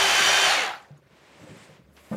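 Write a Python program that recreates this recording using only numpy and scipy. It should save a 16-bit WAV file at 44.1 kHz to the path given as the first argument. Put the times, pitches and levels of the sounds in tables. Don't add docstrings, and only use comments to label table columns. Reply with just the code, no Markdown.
import sys
import numpy as np
from scipy import signal
from scipy.fft import rfft, irfft, next_fast_len
from scipy.io import wavfile
from scipy.ndimage import uniform_filter1d, map_coordinates

SR = 44100
rng = np.random.default_rng(int(sys.argv[2]) if len(sys.argv) > 2 else 0)


def invert_db(level):
    return 10 ** (np.asarray(level, dtype=float) / 20)


def master_out(mix):
    frames = np.transpose(np.atleast_2d(mix))
    ceiling = np.clip(frames, -1, 1)
    pcm = np.round(ceiling * 32767).astype(np.int16)
    wavfile.write(sys.argv[1], SR, pcm)


N = 95564
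T = np.arange(N) / SR


def unit(x):
    return x / np.sqrt(np.mean(x ** 2) + 1e-20)


def along(points, hz):
    f, v = np.transpose(points)
    return np.interp(np.log(hz + 1), np.log(f + 1), v)


def curves(rows):
    s, *columns = np.transpose(rows)
    return [np.interp(T, s, column) for column in columns]


def wobble(rate):
    return map_coordinates(rng.standard_normal(N // 20), [T * rate])


def rush(spectrum, patchy_db):
    z = signal.stft(rng.standard_normal(N), nperseg=256)[2]
    field = uniform_filter1d(rng.standard_normal(z.shape), size=4, axis=0)
    field = uniform_filter1d(field, size=5, axis=1)
    patchy = signal.istft(z * invert_db(patchy_db * unit(field)), nperseg=256)[1][:N]
    m = next_fast_len(N + 8192)
    colour = invert_db(along(spectrum, np.fft.rfftfreq(m, 1 / SR)))
    return unit(irfft(rfft(patchy, m) * colour, m)[:N])


# f/Hz, level/dB
BACKGROUND_COLOUR = [(12, -52.5), (20, -35.5), (157, -9.5), (232, -15), (281, -13.5), (439, -17.5),
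                     (549, -10.5), (705, -25.5), (1450, -25.5), (11700, -49), (15500, -46.5)]


def background():
    return invert_db(-60.5 + 0.5 * wobble(2.7)) * rush(BACKGROUND_COLOUR, patchy_db=3)


# t/s, level/dB
HUM_LEVEL = [(0, -69), (.1, -57.5), (.3, -61.5), (.6, -89), (.85, -77.5), (1.4, -74), (1.7, -97),
             (1.85, -61), (2.17, -69.5)]


def hum():
    level = invert_db(curves(HUM_LEVEL)[0] + 1.5 * wobble(17))
    hum_hz = 71.4
    return level * np.sqrt(2) * np.sin(2 * np.pi * hum_hz * T + 0.7 * wobble(30))


# t/s, level/dB
SHUFFLE_LEVEL = [(1.1, -80), (1.2, -67), (1.36, -67.5), (1.42, -53.5), (1.55, -53), (1.6, -59.5),
                 (1.75, -62.5), (1.82, -67.5), (1.93, -63.5), (2.1, -61.5)]
# f/Hz, level/dB per Hz
SOLE_COLOUR = [(60, -24.5), (100, -5.5), (150, 1), (220, -1), (300, -3.5), (450, -7.5), (620, -7),
               (800, -19.5), (1200, -39.5)]


def shuffle():
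    started = T > SHUFFLE_LEVEL[0][0]
    level = invert_db(curves(SHUFFLE_LEVEL)[0] + 2.5 * wobble(30))
    return started * level * rush(SOLE_COLOUR, patchy_db=3)


# t/s, f/Hz, level/dB
WHISTLE_PATH = [(1.36, 11400, -92), (1.39, 11700, -82), (1.44, 12200, -80), (1.47, 12800, -78),
                (1.5, 13200, -89)]


def whistle():
    hz, level_db = curves(WHISTLE_PATH)
    sounding = (T > WHISTLE_PATH[0][0]) * (T < WHISTLE_PATH[-1][0])
    return sounding * invert_db(level_db + 3 * wobble(60)) * np.sin(2 * np.pi * np.cumsum(hz) / SR)


# treble level/dB, top level/dB
CLOTH_LEVELS = [(0.95, -77.5, -13, -30), (0.98, -84, 13, 3.5), (0.99, -92.5, -7, -8.5),
                (1.036, -86.5, -8, -15.5), (1.074, -69, -20.5, -25), (1.088, -73.5, -9, -22),
                (1.122, -65, -13, -16.5), (1.244, -61, -12, -20.5), (1.554, -56.5, -5.5, -23),
                (1.642, -56, -5.5, -17.5), (1.76, -62.5, -10.5, -16.5), (1.804, -70.5, -19, -25.5),
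                (1.818, -74.5, -14, -25), (1.866, -84, -7, -18.5), (1.946, -74.5, -0.5, 6),
                (1.974, -58, -11, -11.5), (2.018, -64, -3.5, -3.5), (2.165, -55.5, -5.5, -7)]
# f/Hz, level/dB per Hz
CLOTH_BODY_COLOUR = [(180, -30.5), (300, -6.5), (459, -6.5), (538, -8.5), (844, -7), (1100, -7.5),
                     (1290, -10), (2230, -8.5), (5500, -21), (7150, -27), (12100, -120)]
CLOTH_TREBLE_COLOUR = [(2940, -28), (5000, -7), (5560, -10.5), (7600, -1.5), (8690, -5), (10500, -16),
                       (13600, -41), (22000, -120)]
CLOTH_TOP_COLOUR = [(8500, -24.5), (10000, -3), (11600, -2.5), (13000, -6.5), (14500, -9.5), (15600, -10.5)]


def cloth():
    level_db, treble_db, top_db = curves(CLOTH_LEVELS)
    fade_in = np.clip((T - CLOTH_LEVELS[0][0]) / 0.0507, 0, 1)
    rub = invert_db(4.5) * rush(CLOTH_BODY_COLOUR, patchy_db=0)
    rub += invert_db(treble_db) * rush(CLOTH_TREBLE_COLOUR, patchy_db=-1.5)
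    rub += invert_db(top_db) * rush(CLOTH_TOP_COLOUR, patchy_db=1.5)
    return fade_in * invert_db(level_db + 0.99 * wobble(36)) * rub


# t/s, level/dB, middle f/Hz, time to fade by 60 dB/s, spread of the pitches (no unit)
METAL_TICKS = [(.753, -54, 11600, .015, 0.05), (0.823, -56, 7450, 0.037, .06),
               (0.916, -60, 5040, .012, .12), (0.976, -65, 6700, 0.041, .008),
               (.975, -69.5, 11200, .06, 0.01), (1.572, -58, 12000, .03, .13),
               (1.967, -47.5, 3170, 0.029, 0.51)]


def ticks():
    out, t = np.zeros(N + SR), T[:SR // 10]
    rings = 20
    for s, db, hz, t60, spread in METAL_TICKS:
        jitter, phase = rng.uniform(size=(2, rings, 1))
        place = (np.arange(rings)[:, None] + jitter) / rings - 0.5
        tones = hz * np.exp(3 * spread * place)
        ring = np.sin(2 * np.pi * (tones * t + phase)).sum(0) / np.sqrt(rings)
        start = round(s * SR)
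        out[start:start + len(t)] += invert_db(db - 60 * t / t60) * ring
    return out[:N]


# t/s, level/dB, time for 200 Hz to fade by 60 dB/s,
# f/Hz where the contact is strongest, its reach/octaves
FLOOR_KNOCKS = [(.886, -53.5, 0.13, 514, .5), (.906, -36.5, 0.21, 151.4, 0.26), (.92, -53.5, 0.1, 560, 1.5),
                (1.038, -48.5, 0.14, 149.6, 0.23), (1.12, -47, 0.14, 210, 0.24),
                (1.385, -55.5, 0.26, 560, 0.92), (1.416, -35.5, 0.16, 198, 0.87),
                (1.432, -52, .12, 620, 0.87), (1.466, -45.5, 0.12, 645, 0.67),
                (1.492, -34.5, 0.25, 198, 0.82), (1.522, -42, 0.085, 129.8, .6),
                (1.54, -43.5, .08, 366, .7), (1.6, -44, 0.09, 170, 1.5), (1.685, -49, 0.25, 500, .3),
                (1.691, -44.5, 0.18, 149.7, 0.65), (1.793, -41.5, 0.11, 166, 0.59),
                (1.886, -42, .1, 161, 0.38), (2.113, -19.5, 0.21, 201, 0.57),
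                (2.1145, -26.5, 0.074, 566, 1.06), (2.12, -35.5, .06, 1900, 0.48),
                (2.126, -23.5, .06, 1100, 0.66), (2.136, -26, 0.078, 453, 1.7)]
# f/Hz, level/dB
BOARD_TONES = [(105, -2), (150, -2), (180, -4), (213, -3.5), (250, -13), (295, -4.5), (380, -5.5),
               (460, -2), (538, 5.5), (610, -1), (690, -6), (780, -8.5), (890, -3.5), (1000, -7.5),
               (1180, -5.5), (1350, -8), (1550, -7), (1800, -3), (2050, -4.5)]


def knocks():
    out, t = np.zeros(N + SR), T[:SR // 3]
    soft_start = 1 - np.exp(-t / 0.006)
    for s, db, t60, centre_hz, reach in FLOOR_KNOCKS:
        ring = np.zeros(len(t))
        lucks, detunes = rng.standard_normal((2, len(BOARD_TONES)))
        for (hz, board_db), luck, detune in zip(BOARD_TONES, lucks, detunes):
            contact_db = -8.3 * (np.log2(hz / centre_hz) / reach) ** 2
            fade_db = -60 * t / t60 * (hz / 200) ** 0.2
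            tone = np.sin(2 * np.pi * hz * (1 + 0.025 * detune) * t)
            ring += invert_db(board_db + contact_db + 2.4 * luck + fade_db) * tone
        start = round(s * SR)
        out[start:start + len(t)] += invert_db(db) * ring * soft_start
    return out[:N]


# f/Hz, time to fade by 60 dB/s
ROOM_FADE = [(150, 0.16), (1000, .3), (5000, 0.28), (12000, .15)]


def room(x):
    hz, t, z = signal.stft(rng.standard_normal(SR // 2), SR, nperseg=256)
    fade = invert_db(-60 * t / along(ROOM_FADE, hz)[:, None])
    tail = signal.istft(z * fade, SR, nperseg=256)[1]
    late = np.pad(x, (200, 0))
    return signal.fftconvolve(late, tail / np.linalg.norm(tail))[:N]


# f/Hz, half width f/Hz, lift level/dB
CASING_PEAKS = [(860, 50, 14), (2130, 120, 9), (4150, 300, 10)]


def casing_lift_db(hz):
    return sum(db / (1 + ((hz - centre) / width) ** 2) for centre, width, db in CASING_PEAKS)


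# multiple of shaft speed (no unit), starting level/dB, change in level/dB without power
MOTOR_TONES = [(1, -45, 0), (1.862, -47, 2), (2, -42.5, 13.5), (4, -36, -6.5), (4.275, -40.5, -12),
               (6.33, -39.5, -7.5), (7.813, -34, -7), (8, -35.5, 3.5), (8.93, -46.5, -5),
               (9.3, -38.5, -0.5), (12, -38, -0.5), (15, -39.5, -4)]


def motor_tones(speed):
    turn = 2 * np.pi * np.cumsum(speed) / SR
    cut = np.clip((1 - speed / speed[0]) / 0.051, 0, 1)
    out = np.zeros(N)
    for k, db, cut_db in MOTOR_TONES:
        lift_db = casing_lift_db(k * speed) - casing_lift_db(k * speed[0])
        sway_db = (3.2 + 1.6 * cut) * wobble(25)
        phase = k * turn + 0.06 * np.sqrt(k) * wobble(40) + rng.uniform(0, 8.2)
        out += np.sqrt(2) * invert_db(db + cut * cut_db + lift_db + sway_db) * np.sin(phase)
    return out


# t/s, blow rate f/Hz, strength of the pulses in the treble (no unit)
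STRIKER_BLOWS = [(0, 72.7, .15), (.56, 72.7, .18), (.62, 72, .45), (.69, 68, .45), (.72, 58, .05),
                 (.9, 40, .05)]


def striker_pulse():
    rate, strength = curves(STRIKER_BLOWS)
    blows = np.cumsum(rate) / SR
    blows -= np.interp(0.65, T, blows)
    beat = np.exp(1.2 * np.cos(2 * np.pi * blows))
    return strength * (beat / beat.mean() - 1)


# f/Hz, level/dB per Hz
FAST_ROAR_COLOUR = [(160, -60.5), (280, -26.5), (388, -10.5), (432, -11.5), (753, -19.5), (1090, -3),
                    (1610, -1.5), (2910, -2.5), (3160, -7), (3280, -4.5), (4540, -9.5), (5000, -28.5),
                    (6500, -34), (11000, -120)]
SLOW_ROAR_COLOUR = [(160, -56), (280, -17), (454, -14.5), (557, -28.5), (819, 2), (924, -10.5), (1280, -7),
                    (1410, -5), (5000, -23), (6500, -54), (11000, -120)]


def roar(speed):
    lost = 1 - speed / speed[0]
    dull_from, dull_by = 0.28, 0.66
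    dull = np.pi / 2 * np.clip((lost - dull_from) / (dull_by - dull_from), 0, 1)
    fast = np.cos(dull) * rush(FAST_ROAR_COLOUR, patchy_db=0.5)
    return fast + np.sin(dull) * rush(SLOW_ROAR_COLOUR, patchy_db=2.5)


# t/s, speed f/Hz
SHAFT_SPEED = [(0, 389.9), (.465, 389.9), (.49, 367), (.53, 333), (.59, 272), (.62, 253), (.65, 218),
               (.72, 170), (.85, 80)]
# treble level/dB, body level/dB,
# motor tones level/dB, top level/dB, rumble level/dB
DRILL_LEVELS = [(0, -22.5, -5.5, 0, 3.5, -21, -22.5), (.15, -22.5, -6, 0, 0, -21.5, -21.5),
                (.22, -21, -7, -9, 0, -24, -18.5), (.3, -22, -6, 0, 2.5, -23, -20),
                (.465, -22, -6, 0, 3, -23.5, -27), (.52, -21.5, -8, 0, -9, -24.5, -31.5),
                (.58, -26.5, -8, 0, 1.5, -27, -21), (.64, -26, -12.5, -4, -13, -31.5, -28.5),
                (.69, -31.5, -15.5, 0, -7, -28, -32), (.74, -36.5, -22, -2, -17, -33.5, -29.5),
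                (.77, -43, -19, -1, -10, -31, -24), (.81, -51.5, -15, 0, -16, -25, -28),
                (.87, -59.5, -11.5, 4, -13, -26.5, -28), (.95, -67.5, -17, 0.6, -11, -28.5, -26)]
# f/Hz, level/dB (per Hz in the last three)
TREBLE_COLOUR = [(3000, -7), (4500, 1), (5000, 2), (5900, 3), (6900, 2.5), (8000, -5.5), (9400, -4.5),
                 (10300, -12.5), (11500, -41.5)]
TOP_COLOUR = [(9000, -31), (10400, 1), (11700, -0.5), (12800, -3), (14300, -13.5), (15500, -15.5)]
BODY_COLOUR = [(300, -31.5), (550, 0), (800, 8.5), (1100, -7), (1500, -39)]
RUMBLE_COLOUR = [(30, -31), (50, -24), (75, -23.5), (100, -16), (140, -1), (210, 2.5), (260, -3),
                 (330, 6.5), (450, -16.5)]


def drill():
    speed, = curves(SHAFT_SPEED)
    level_db, treble_db, body_db, tone_db, top_db, rumble_db = curves(DRILL_LEVELS)
    pulse = striker_pulse()
    air = roar(speed) * (1 + 0.3 * pulse)
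    hiss = invert_db(treble_db) * rush(TREBLE_COLOUR, patchy_db=1)
    hiss += invert_db(top_db) * rush(TOP_COLOUR, patchy_db=1)
    hiss *= 1 + pulse
    body = invert_db(body_db - 7) * rush(BODY_COLOUR, patchy_db=1)
    rumble = invert_db(rumble_db) * rush(RUMBLE_COLOUR, patchy_db=1.5)
    tones = motor_tones(speed) * invert_db(tone_db - level_db[:SR // 3].mean())
    fade_out = np.clip((DRILL_LEVELS[-1][0] + 0.046 - T) / 0.045, 0, 1)
    return fade_out * invert_db(level_db) * (air + hiss + body + rumble + tones)


def scene():
    hits = knocks() + ticks()
    mix = background() + drill() + hits
    mix += invert_db(-17) * room(hits)
    mix += whistle() + cloth() + shuffle() + hum()
    return mix[None]


def low_pass(x):
    return signal.sosfilt(signal.butter(12, 15640, fs=SR, output="sos"), x)


def record(dry):
    hz = np.fft.rfftfreq(N, 1 / SR)
    bass_cut = 1 / np.sqrt(1 + (45.6 / (hz + 1)) ** 4)
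    mix = irfft(rfft(dry) * bass_cut, N)
    return low_pass(mix)


dry = scene()
out = record(dry)
master_out(out)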